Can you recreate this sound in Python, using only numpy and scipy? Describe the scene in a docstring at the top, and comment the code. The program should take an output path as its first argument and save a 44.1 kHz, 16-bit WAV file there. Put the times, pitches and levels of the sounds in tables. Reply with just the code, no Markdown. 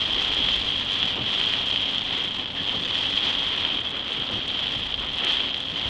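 """Heavy rain on a moving car, heard behind the windshield through a small microphone ringing near 3.2 kHz.
From the start, thousands of drops a second hit the glass in gusts, over engine hum, tyres and spray.
A rough patch and two bumps shake the body; fat drops slap from 0.5 s. From 1.2 s the wipers thud
about every 1.6 s; the rubber catches once, near 2.6 s. At 3.5 s the engine shifts up, then slowly
loses speed, while more bumps and two short rough patches pass."""
import sys
import numpy as np
from scipy import signal
from scipy.fft import rfft, irfft, next_fast_len
from scipy.io import wavfile
from scipy.ndimage import uniform_filter1d

SR = 44100
rng = np.random.default_rng(int(sys.argv[2]) if len(sys.argv) > 2 else 0)


def dump(signal):
    """Clip the signal to [-1, 1] and save it as 16-bit WAV at the path in sys.argv[1]."""
    limited = np.clip(np.atleast_2d(signal).T, -1, 1)
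    pcm = np.round(limited * 32767).astype(np.int16)
    wavfile.write(sys.argv[1], SR, pcm)


N = 259744
TIME_S = np.arange(N) / SR
FFT_SIZE = next_fast_len(N + 8192, True)

# rain strength, gusts and lulls: t/s, relative level/dB
GUSTS = [(0, -25.5), (0.47, -24), (0.73, -27), (0.99, -24.5), (1.21, -29), (1.36, -24), (2.33, -29.5),
         (2.4, -26.5), (2.48, -31.5), (2.75, -27), (2.83, -30), (2.98, -24.5), (3.12, -27), (3.31, -23),
         (3.35, -25.5), (3.73, -26), (3.83, -30), (4.7, -27), (5.08, -32.5), (5.28, -23), (5.66, -31),
         (5.88, -27)]
# spectrum of one impact, heard in the cabin: f/Hz, gain/dB
GLASS_EQ = [(120, -5), (300, 0), (600, -1.5), (1100, 0.5), (1650, -3), (1880, 0.5), (2150, -3), (2600, -1),
            (3200, -2.5), (4100, -1.5), (4500, -3.5), (6000, -7.5), (8500, -15), (10500, -16)]
# treble of the drops: t/s, gain/dB
TREBLE_GAIN = [(0, 1), (1.2, 1.5), (1.6, 0), (2.2, 1), (2.47, -2), (2.95, 4), (3.6, -3.5), (5.89, 0)]
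# single hard ticks: t/s, relative level/dB
HARD_TICKS = [(0.347, -33), (2.2398, -38), (4.4796, -35), (5.248, -28), (5.604, -37.5)]
# engine partials: multiple of firing rate, relative level/dB
ENGINE_PARTIALS = [(.5, -13.5), (1, 0), (1.5, -6), (2, -1.5), (3, -4)]
# rough road: start t/s, length/s, relative level/dB
ROUGH_PATCHES = [(.06, .62, -41.5), (4.817, .18, -43), (5.824, .2, -48)]
# body rumble spectrum: f/Hz, gain/dB
RUMBLE_EQ = [(12, -7.5), (25, 0), (42, 7.5), (62, 5.5), (85, -3), (130, -40.5)]
# tyres on wet road: f/Hz, gain/dB
TYRE_EQ = [(50, -26), (85, -2.5), (120, -0.5), (160, -4), (235, 1), (280, -4), (320, -10), (500, -5),
           (1000, -10.5), (3000, -33.5)]
# road water, heard through the doors: f/Hz, gain/dB
SPRAY_EQ = [(150, -21.5), (380, 5.5), (600, -5), (1200, -1), (1650, -6), (1950, -5), (2600, -8.5),
            (4000, -21), (9000, -37)]
# road bumps: t/s, level/dB, f/Hz, decay/s
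ROAD_BUMPS = [(.16, -38.5, 364, 0.019), (.38, -37, 258, 0.024), (3.72, -38.5, 260, .03),
              (4.755, -38, 111, .035), (4.93, -40, 65.5, .06), (5.85, -37, 73, 0.051)]
# fat drops: t/s, relative level/dB
FAT_DROP_HITS = [(0.4868, -9), (1.0291, -8), (1.4132, -10), (1.5369, -10), (1.7599, -11), (1.9819, -14),
                 (2.4578, -16), (2.6943, -13), (3.1762, -13), (3.6501, -10), (3.8716, -19), (3.9943, -16),
                 (4.0801, -16), (4.5037, -14), (4.8294, -17), (4.9417, -15), (5.025, -21), (5.0928, -17),
                 (5.1841, -14), (5.2699, -10), (5.4036, -11), (5.4924, -16), (5.5438, -12), (5.5677, -16),
                 (5.6042, -16)]
# blades landing at the foot of the glass: t/s, level/dB
WIPER_LANDINGS = [(1.17, -34.5), (2.735, -36.5), (4.305, -36), (5.856, -37)]
# one landing (arm knock, rubber swish and flop, linkage thud): delay/s, relative level/dB, f/Hz, decay/s
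LANDING_KNOCKS = [(-.135, -1.5, 190, 0.03), (-.015, -5, 885, 0.028), (-.015, -5.5, 438, 0.043),
                  (0, -2.5, 224, 0.08), (.02, -2, 114, 0.046)]
# rubber catching on the glass: t/s, level/dB, f/Hz, decay/s
WIPER_RUBS = [(2.555, -43, 1840, 0.027)]


def undb(db):
    """Decibels to gain."""
    return 10 ** (np.asarray(db) / 20)


def unit(x):
    """Scale to rms 1."""
    return x / np.sqrt(np.mean(x ** 2))


def curve(table):
    """Linear interpolation of (t/s, value) rows."""
    return np.interp(TIME_S, *np.transpose(table))


def colour(x, eq):
    """Minimum-phase filter through (f/Hz, gain/dB) rows; attacks stay sharp."""
    hz, db = np.transpose(eq)
    bins_hz = np.maximum(np.fft.rfftfreq(FFT_SIZE, 1 / SR), 1)
    gain = undb(np.interp(np.log(bins_hz), np.log(hz), db))
    cepstrum = irfft(np.log(gain), FFT_SIZE)
    cepstrum[1:FFT_SIZE // 2] *= 2
    cepstrum[FFT_SIZE // 2:] = 0
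    return irfft(rfft(x, FFT_SIZE) * np.exp(rfft(cepstrum)), FFT_SIZE)[:N]


def noise(eq):
    """Coloured noise, rms 1."""
    return unit(colour(rng.standard_normal(N), eq))


def ring(x, hz, width_hz):
    """One resonance, gain 1 at centre."""
    return signal.lfilter(*signal.iirpeak(hz, hz / width_hz, fs=SR), x)


def wander(rate_hz):
    """Smooth random drift, rms 1."""
    hold = int(SR / rate_hz)
    steps = np.repeat(rng.standard_normal(N // hold + 1), hold)
    return unit(uniform_filter1d(steps, hold)[:N])


def rain_level_db(flurry_db=0.3, shield_db=-2, lead_s=0.29, sigma_s=0.06):
    """Gusts, small flurries and a lull as each falling blade shields the glass."""
    shielded = sum(np.exp(-0.5 * ((TIME_S - s + lead_s) / sigma_s) ** 2) for s, _ in WIPER_LANDINGS)
    return curve(GUSTS) + flurry_db * wander(22) + shield_db * shielded


def glass_impact(bending_s, bending_db, cabin_s, cabin_db):
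    """One spot on the glass: a click, spread-out bending waves, echoes of the padded cabin."""
    age_s = TIME_S[:2048]
    response = signal.unit_impulse(len(age_s))
    for decay_s, db in (bending_s, bending_db), (cabin_s, cabin_db):
        tail = rng.standard_normal(len(age_s)) * np.exp(-age_s / decay_s)
        response += undb(db) * tail / np.linalg.norm(tail)
    return response / np.linalg.norm(response)


def patter(rain_db, drops_per_s=2200, spread_db=4.5, crowding=1.2, spots=40, gain_db=-10):
    """Drops of many sizes on many spots; gusts bring more and heavier ones."""
    density = undb(crowding * (rain_db - rain_db.mean()))
    out = np.zeros(N)
    for _ in range(spots):
        hits = rng.random(N) < drops_per_s * density / (spots * SR)
        sizes = undb(spread_db * np.minimum(rng.standard_normal(N), 2.16))
        impact = glass_impact(bending_s=0.0009, bending_db=1, cabin_s=0.0069, cabin_db=-3)
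        out += signal.oaconvolve(hits * sizes, impact * rng.choice([-1, 1]))[:N]
    return unit(colour(out / np.sqrt(density), GLASS_EQ)) * undb(rain_db + gain_db)


def treble_flicker(drops, edge_hz=4500, flicker_db=1.7):
    """The treble swells and fades; no two handfuls of drops hit alike."""
    treble = signal.sosfiltfilt(signal.butter(2, edge_hz, "high", fs=SR, output="sos"), drops)
    gain = undb(curve(TREBLE_GAIN) + flicker_db * wander(90))
    return drops + (gain - 1) * treble


def ticks(rain_db, ticks_per_s=130, faint_db=-26, spread_db=6.5, gain_db=34):
    """Bright sub-millisecond clicks: many faint, a few loud."""
    sizes = undb(rain_db + faint_db + spread_db * np.minimum(rng.standard_normal(N), 2))
    clicks = (rng.random(N) < ticks_per_s / SR) * sizes
    for s, db in HARD_TICKS:
        clicks[int(s * SR)] += undb(db)
    bright_eq = [(1000, -25.5), (3500, -16.5), (6500, -3.5), (9500, -4), (12000, -11.5)]
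    return undb(gain_db) * colour(clicks, bright_eq)


def engine(shift_at_s=3.5, shift_s=0.6, dip_db=-2, sag_hz_per_s=4, waver=0.004, flutter_db=0.5):
    """Firing hum through the bulkhead: cruise, upshift with the load briefly off, slow sag."""
    shift = np.clip((TIME_S - shift_at_s) / shift_s, 0, 1)
    coasting_s = np.maximum(TIME_S - shift_at_s - shift_s, 0)
    firing_hz = np.interp(shift, [0, 1], [93.8, 73.5]) - sag_hz_per_s * coasting_s
    level_db = np.interp(shift, [0, 1], [-50.5, -54.5]) + dip_db * np.sin(np.pi * shift)
    phase = 2 * np.pi * np.cumsum(firing_hz * (1 + waver * wander(9))) / SR
    return np.sqrt(2) * sum(undb(level_db + db + flutter_db * wander(11)) * np.sin(multiple * phase)
                            for multiple, db in ENGINE_PARTIALS)


def roughness(smooth_db=-51.5, attack_s=0.04, release_s=0.13):
    """Body shake envelope: low on smooth road, builds on each rough patch, then dies away."""
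    power = undb(smooth_db) ** 2
    for start_s, length_s, db in ROUGH_PATCHES:
        attack = np.clip((TIME_S - start_s) / attack_s, 0, 1)
        release = np.exp(-np.maximum(TIME_S - start_s - length_s, 0) / release_s)
        power += (undb(db) * attack * release) ** 2
    return np.sqrt(power)


def road(rumble_gain_db=-1, tyres_db=-43, boom_db=-50):
    """Body rumble, steady tyre roar and boom of the cabin air."""
    rumble = noise(RUMBLE_EQ) * undb(rumble_gain_db) * roughness()
    tyres = noise(TYRE_EQ) * undb(tyres_db)
    boom = unit(ring(rng.standard_normal(N), hz=277.4, width_hz=16)) * undb(boom_db)
    return rumble + tyres + boom


def spray(level_db=-50, wander_db=4.5):
    """Water thrown up by the wheels: dull hiss, heard when the rain eases."""
    return noise(SPRAY_EQ) * undb(level_db + wander_db * wander(14))


def thuds(blows, rise_s, relative_width):
    """Soft blows, each shaking a part around one pitch and dying away."""
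    out = np.zeros(2 * N)
    age_s = TIME_S[:SR // 2]
    for s, db, hz, decay_s in blows:
        envelope = (1 - np.exp(-age_s / rise_s)) * np.exp(-age_s / decay_s)
        width_hz = relative_width * hz
        shake = ring(ring(rng.standard_normal(SR), hz, width_hz), hz, width_hz)[-len(age_s):]
        start = int(s * SR)
        out[start:start + len(age_s)] += unit(shake * envelope) / unit(envelope).max() * undb(db)
    return out[:N]


def bumps():
    """Road bumps thud through the body."""
    return thuds(ROAD_BUMPS, rise_s=0.017, relative_width=0.7)


def fat_drops(gain_db=16.5):
    """Heavy drops close by: little bass on the stiff glass, top softened by the longer push."""
    out = np.zeros(2 * N)
    for s, db in FAT_DROP_HITS:
        impact = glass_impact(bending_s=0.0013, bending_db=-5, cabin_s=0.0037, cabin_db=-9)
        start = int(s * SR)
        out[start:start + len(impact)] += undb(db + gain_db) * impact
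    slap_eq = [(600, -11), (2000, -7), (3200, -4.5), (6000, -8), (10000, -12)]
    return colour(colour(out[:N], GLASS_EQ), slap_eq)


def wipers():
    """Each stroke ends in a few soft knocks; the rubber catches once on the way down."""
    blows = [(s + delay_s, db + relative_db, hz, decay_s)
             for s, db in WIPER_LANDINGS for delay_s, relative_db, hz, decay_s in LANDING_KNOCKS]
    knocks = thuds(blows, rise_s=0.016, relative_width=0.96)
    rub = thuds(WIPER_RUBS, rise_s=0.026, relative_width=0.13)
    return knocks + rub


def scene():
    """Rain on the glass over engine, road and wipers; mono."""
    rain_db = rain_level_db()
    rain = treble_flicker(patter(rain_db) + fat_drops()) + ticks(rain_db)
    car = engine() + road() + spray() + wipers() + bumps()
    return (rain + car)[None]


def record(dry, port_hz=3217, width_hz=231, cutoff_hz=11000):
    """Microphone port: a small cavity rings at one pitch and dulls the top; then a steep low-pass."""
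    hz = np.fft.rfftfreq(FFT_SIZE, 1 / SR)
    port = 1 / (1 - (hz / port_hz) ** 2 + 1j * hz * width_hz / port_hz ** 2)
    heard = irfft(rfft(dry, FFT_SIZE) * port, FFT_SIZE)[:, :N]
    return signal.sosfilt(signal.butter(18, cutoff_hz, fs=SR, output="sos"), heard)


dry = scene()
out = record(dry)
dump(out)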